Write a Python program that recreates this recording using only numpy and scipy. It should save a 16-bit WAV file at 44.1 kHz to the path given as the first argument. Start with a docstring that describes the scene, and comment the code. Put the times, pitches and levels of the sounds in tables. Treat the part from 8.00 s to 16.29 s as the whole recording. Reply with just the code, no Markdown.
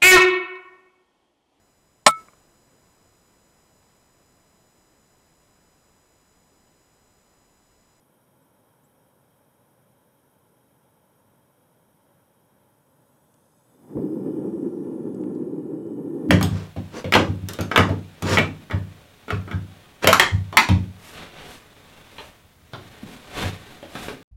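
"""A small propane furnace is lit in a garden. From the start, gas hisses through the burner tube and
rushes into the open drum, and a far bird chirps twice. Around 5 s the worker leans back and the hiss
opens up. A flame creeps along a burning scrap, spreads, catches the gathered gas with a soft whump
at 6 s and roars on in the drum's resonances. Just before and after it catches, the tube whistles
faintly and the lighter and burner tick as they are handled."""
import sys
import numpy as np
from scipy import signal
from scipy.fft import rfft, irfft, next_fast_len
from scipy.io import wavfile
from scipy.ndimage import uniform_filter1d, map_coordinates

SR = 44100
rng = np.random.default_rng(int(sys.argv[2]) if len(sys.argv) > 2 else 0)


def log_audio(samples):
    """Write samples as a 16-bit WAV file to the path given in sys.argv[1]."""
    # one column per channel
    frames = np.atleast_2d(samples).T
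    # limit to full scale, then quantise
    limited = np.clip(frames, -1, 1)
    pcm = np.round(limited * 32767).astype(np.int16)
    wavfile.write(sys.argv[1], SR, pcm)


N = 365588
TIME = np.arange(N) / SR

KINDLE_S, SPREAD_S, WHUMP_S = 5.708, 5.866, 5.979  # the scrap kindles, the flame spreads, the gas catches
# The deep body of the roar leaving the drum. Each row: frequency in Hz, relative level in dB.
ROAR_COLOUR = [(25, -70.5), (55, -52.5), (80, -28.5), (105, -19.5), (140, -7.5), (220, -4.5), (320, 1),
               (400, -4), (510, -11.5), (680, -31.5), (1000, -32), (1550, -51.5), (2200, -58), (4500, -75)]
# The hollow ring of the air in the drum. Each row: centre in Hz, width in Hz, lift in dB.
DRUM_MODES = [(330, 84, 2), (675, 99, -4.5), (762, 99, 5.5), (867, 65, 5), (1380, 92, 9), (1760, 150, 11.5),
              (2400, 92, 10.5), (2920, 95, 14.5)]
# The young flame at the mouth, hardly ringing the drum. 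Each row: frequency in Hz, relative level in dB.
MOUTH_COLOUR = [(30, -38), (110, 0), (260, 4), (520, -5), (680, -11), (900, -9.5), (1300, -23), (2000, -27),
                (4500, -67)]


def flame():
    """Burning eddies move from the mouth into the drum and ring it; the front flutters as it draws air."""
    flutter_db = 1.12 * walk(rate_hz=34.98)
    surge_db = 0.5 * walk(rate_hz=7)
    burning = eddies(per_second=5000, scatter_db=2) * undb(flutter_db + surge_db)
    in_drum = colour(burning, ROAR_COLOUR, DRUM_MODES)
    at_mouth = colour(burning, MOUTH_COLOUR)
    inside = np.clip((TIME - SPREAD_S) / 0.079, 0, 1)  # 79 ms to move inside
    return undb(flame_db()) * (np.sqrt(inside) * in_drum + np.sqrt(1 - inside) * at_mouth)


def eddies(per_second, scatter_db):
    """Pockets of gas burn at random moments, each a pressure kick of its own size."""
    hits = rng.random(N) < per_second / SR
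    polarity = np.sign(rng.standard_normal(N))
    return unit(hits * polarity * undb(scatter_db * rng.standard_normal(N)))


def flame_db(kindle_db=-60.5, creep_db_per_s=56, spread_db_per_s=194, settled_db=-29.5):
    """The flame's level: a slow creep, a fast spread, then a roar that settles and follows the gas jet."""
    fade_in = spread_db_per_s * np.minimum(TIME - KINDLE_S, 0)
    creep = creep_db_per_s * (np.minimum(TIME, SPREAD_S) - KINDLE_S)
    spread = spread_db_per_s * np.maximum(TIME - SPREAD_S, 0)
    surplus = 2.5 * swell(WHUMP_S, half_s=0.79)  # gathered gas feeds a louder flame at first
    starved = 3 * swell(WHUMP_S + 0.14, half_s=0.098)  # the flash uses up the air for a moment
    hiss_db = curve(JET_LEVEL)
    feed = 0.51 * (hiss_db - hiss_db[TIME > WHUMP_S].mean())
    return np.minimum(kindle_db + fade_in + creep + spread, settled_db + surplus - starved + feed)


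# The dull weight of the flash. Each row: frequency in Hz, relative level in dB before saturation.
FLASH_COLOUR = [(25, -47), (60, -13), (130, -1.5), (300, -2.5), (500, -7.5), (660, -46), (850, -22),
                (1200, -55), (2000, -29), (5000, -62)]


def whump(level_db=-23.5):
    """Gas gathered in the drum burns all at once: a short, deep swell."""
    envelope = swell(WHUMP_S, half_s=0.021)
    # saturation evens out the pressure swings, so the swell sounds full
    swings = np.tanh(1.16 * colour(rng.standard_normal(N), FLASH_COLOUR))
    burst = envelope * filtered(swings, lambda hz: 1 / (1 + (hz / 950) ** 3) / (1 + (80 / hz) ** 4))
    return undb(level_db) * burst * np.sqrt(np.sum(envelope ** 2) / np.sum(burst ** 2))


# The hiss, steady until the worker moves. Each row: time in seconds, level of its core band in dB.
JET_LEVEL = [(4.85, -74.5), (5.4, -72.5), (5.8, -71), (6.14, -68.5), (6.45, -69), (7.25, -70.5),
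             (7.68, -72.5), (8.0, -71.8), (8.22, -68)]
# The worker leans back from the burner. Each row: time in seconds, share from 0 (screened) to 1 (open).
OPEN_SHARE = [(4.6, 0), (5.4, 1), (5.9, 0.94)]
# The broad tone of the hiss. Each row: frequency in Hz, relative dB screened, relative dB in the open.
HISS_COLOUR = [(1500, -16, -19.5), (2220, 0, -6), (3520, -11.5, -6), (4370, -12, -9), (5660, -8, -7.5),
               (7350, -14, -8), (8400, -2.5, -2.5), (10250, 0, 1.5), (12200, -4.5, -5.5), (13500, -1, -3.5),
               (15700, -14.5, -15)]
# The burner tube's ring. Each row: centre in Hz, width in Hz, lift in dB screened, lift in dB in the open.
TUBE_MODES = [(3063, 130, 8, 5), (3256, 170, 11, -3.5), (3500, 200, 4.5, 6.5), (3820, 300, 10, -3.5),
              (5095, 88, 6, 8.5), (5640, 180, 11, 2), (5730, 140, -7, 2.5), (6260, 130, 3.5, 7),
              (6720, 140, 11, 10.5), (7990, 200, 8, 9.5), (8800, 140, 1.5, -3), (8900, 110, 0.5, 7.5),
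              (9780, 200, 10.5, 7.5), (10100, 150, 1, -2), (11120, 170, 7, -2), (11400, 170, 10, 9.5),
              (12700, 200, 7, 1), (13835, 100, 15.5, 10), (14400, 150, 6, 2)]
# The top sizzle, beamed and shaded on its own. Each row: time in seconds, level in dB against the core.
SIZZLE_LEVEL = [(5.15, -2), (5.5, -6), (6.0, -3), (6.28, -5), (6.5, -11), (7.25, -8.5), (7.8, -10),
                (8.0, -5), (8.22, -8.5)]


def gas_jet():
    """Gas leaving the nozzle hisses in the tube's resonances, screened by the worker, then in the open."""
    tone, tube = np.array(HISS_COLOUR), np.array(TUBE_MODES)
    screened = colour(rng.standard_normal(N), tone[:, [0, 1]], tube[:, [0, 1, 2]])
    in_open = colour(rng.standard_normal(N), tone[:, [0, 2]], tube[:, [0, 1, 3]])
    in_open = unit(tube_waver(body_echo(in_open)))
    share = np.clip(curve(OPEN_SHARE), 0, 1)
    hiss = np.sqrt(1 - share) * screened + np.sqrt(share) * in_open
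    low = undb(-5 - 3 * share) * steady_band(hiss, 0, 4600)
    mid = undb(-9 + 0.6 * share) * steady_band(hiss, 4600, 7300)
    core = steady_band(hiss, 7300, 12200)
    sizzle = undb(curve(SIZZLE_LEVEL)) * steady_band(hiss, 12200, SR)
    return undb(curve(JET_LEVEL)) * (low + mid + core + sizzle)


def body_echo(hiss, delay_s=0.0016, sway_s=0.00007, strength=0.3):
    """A reflection off the swaying worker combs the hiss and shifts its colour."""
    lag_s = delay_s + sway_s * walk(rate_hz=1.6)
    return hiss + strength * map_coordinates(hiss, [np.arange(N) - lag_s * SR], order=2)


def tube_waver(hiss, groups=5, depth_db=2.4):
    """The tube's resonances swell and fade at random, in interleaved groups."""
    out = hiss
    for first in range(groups):
        modes = TUBE_MODES[first::groups]
        ring = filtered(hiss, lambda hz: sum(np.exp(-((hz - at) / width) ** 2) for at, width, *_ in modes))
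        out = out + (undb(depth_db * walk(rate_hz=3.5)) - 1) * ring
    return out


# Single resonances singing out. Each row: peak time and half length in seconds, pitch in Hz, level in dB.
TUBE_WHISTLES = [(5.52, .2, 6320, -83), (6.104, 0.37, 5080, -81.5), (6.15, 0.37, 13835, -76),
                 (6.363, 0.088, 3010, -78.5), (6.72, 0.22, 5740, -79.5), (7.197, 0.34, 6760, -83),
                 (7.857, .11, 3020, -78.5), (8.0, .08, 13835, -78), (8.208, 0.24, 1784, -70.5)]


def tube_whistles(half_width_hz=55):
    """Narrow, breathy tones of the burner tube swell and fade."""
    out = np.zeros(N)
    for at, half_s, pitch, db in TUBE_WHISTLES:
        tone = filtered(rng.standard_normal(N), lambda hz: 1 / (1 + ((hz - pitch) / half_width_hz) ** 2))
        out += undb(db) * swell(at, half_s) * unit(tone)
    return out


# Light touches on the lighter and burner. Each row: start in seconds, peak level in dB, centre in Hz,
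# width in octaves, seconds to die away by 60 dB.
HANDLING_TICKS = [(5.3414, -53.5, 5300, 0.7, 0.011), (6.02, -62, 4900, .15, .013),
                  (7.146, -49.5, 5200, 0.69, 0.018), (7.2136, -54, 6500, .5, .014),
                  (7.237, -43.5, 1150, 1.46, 0.031), (7.349, -56, 4500, 0.68, 0.049),
                  (7.8671, -60, 5600, .5, .011)]
# The broad tone of a touch. Each row: frequency in Hz, relative level in dB.
CONTACT_COLOUR = [(900, 0), (2000, -8), (4200, -14), (8000, -13), (12000, -20)]
# The ring of small metal parts. Each row: centre in Hz, width in Hz, lift in dB.
METAL_MODES = [(1190, 550, 14), (2910, 900, 6), (4900, 700, 1.5), (7800, 830, 14)]


def handling_ticks():
    """Small metal parts touch: each contact excites a band of their modes for a few hundredths of a second."""
    out = np.zeros(N)
    lead = SR // 500  # 2 ms of room ahead of the attack
    t = (np.arange(SR // 10) - lead) / SR
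    for at, db, centre, octaves, t60 in HANDLING_TICKS:
        contact = rng.standard_normal(len(t)) * (t >= 0) * np.exp(-np.log(1000) * t / t60)
        ring = colour(contact, CONTACT_COLOUR, METAL_MODES)
        tick = filtered(ring, lambda hz: np.exp(-0.5 * (np.log2(hz / centre) / octaves) ** 2))
        start = int(at * SR) - lead
        out[start:start + len(t)] += undb(db) * tick / np.abs(tick).max()
    return out


# The low bed of gas and garden air. Each row: frequency in Hz, relative level in dB.
RUSH_COLOUR = [(25, -35.5), (45, -15.5), (68, -12.5), (90, -5), (130, 1.5), (190, -3), (270, -3.5),
               (370, -8.5), (540, -7), (1000, -8.5), (1500, -15), (2000, -25), (3000, -46.5), (4500, -47.5)]
# The bumps and hollows in that bed. Each row: centre in Hz, width in Hz, lift in dB.
RUSH_RESONANCES = [(566, 220, 4.5), (713, 140, -6.5), (870, 190, 2), (1199, 130, -6), (1670, 120, 1.5)]


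def gas_rush(level_db=-63):
    """Unlit gas streams through the drum, over the soft air of the garden."""
    drift_db = 0.48 * walk(rate_hz=6.4)
    return undb(level_db + drift_db) * colour(rng.standard_normal(N), RUSH_COLOUR, RUSH_RESONANCES)


# Two tiny chirps. Each row: start and length in seconds, first and last pitch in Hz, peak level in dB.
BIRD_CHIRPS = [(0.407, 0.03, 7950, 7680, -75), (0.83, 0.036, 6200, 8100, -66.5)]


def bird():
    """A far bird's thin whistles glide quickly and level off."""
    out = np.zeros(N)
    for at, length, from_hz, to_hz, db in BIRD_CHIRPS:
        progress = np.linspace(0, 1, int(length * SR))
        hz = to_hz + (from_hz - to_hz) * (1 - progress) ** 1.7
        envelope = np.sin(np.pi * progress ** 1.6)
        start = int(at * SR)
        out[start:start + len(hz)] += undb(db) * envelope * np.sin(2 * np.pi * np.cumsum(hz) / SR)
    return out


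def undb(db):
    """Decibels to gain."""
    return 10 ** (np.asarray(db) / 20)


def unit(x):
    """Scale to rms 1."""
    return x / np.sqrt(np.mean(x ** 2))


def curve(rows):
    """Join (seconds, value) rows by straight lines, holding the first and last value."""
    return np.interp(TIME, *np.transpose(rows))


def swell(peak_s, half_s):
    """A bell-shaped envelope: 1 at its peak, 1/e at half_s to either side."""
    return np.exp(-((TIME - peak_s) / half_s) ** 2)


def walk(rate_hz):
    """A smooth random wobble of rms 1: held random steps, slewed twice."""
    hold = max(int(SR / rate_hz), 2)
    steps = np.repeat(rng.standard_normal(N // hold + 1), hold)
    return unit(uniform_filter1d(uniform_filter1d(steps, hold), hold)[:N])


def filtered(x, gain_at):
    """Apply a gain given as a function of frequency."""
    size = next_fast_len(len(x), True)
    hz = np.maximum(np.fft.rfftfreq(size, 1 / SR), 1)
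    return irfft(rfft(x, size) * gain_at(hz), size)[:len(x)]


def colour(x, points, modes=()):
    """Shape x with a broad tone curve and resonances on top, then scale to rms 1."""
    point_hz, point_db = np.transpose(points)
    grid = np.geomspace(1, SR / 2, 6000)
    gain_db = np.interp(np.log(grid), np.log(point_hz), point_db)
    for centre, width, lift in modes:
        gain_db += lift / (1 + (2 * (grid - centre) / width) ** 2)
    roll_off = np.minimum(grid / point_hz[0], 1) ** 2 * np.minimum(point_hz[-1] / grid, 1) ** 2
    return unit(filtered(x, lambda hz: np.interp(hz, grid, undb(gain_db) * roll_off)))


def steady_band(x, lo_hz, hi_hz):
    """The part of x between two frequencies, held at rms 1 over half a second."""
    part = filtered(x, lambda hz: (hz >= lo_hz) & (hz < hi_hz))
    return part / np.sqrt(uniform_filter1d(part ** 2, SR // 2))


def scene():
    """The furnace and the garden in the open air, mixed to mono."""
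    return (flame() + whump() + gas_jet() + tube_whistles() + handling_ticks() + gas_rush() + bird())[None]


def record(dry, top_hz=15650):
    """A steep low-pass takes off the very top of the hiss."""
    return signal.sosfilt(signal.ellip(14, 0.1, 80, top_hz, fs=SR, output="sos"), dry)


dry = scene()
out = record(dry)
log_audio(out)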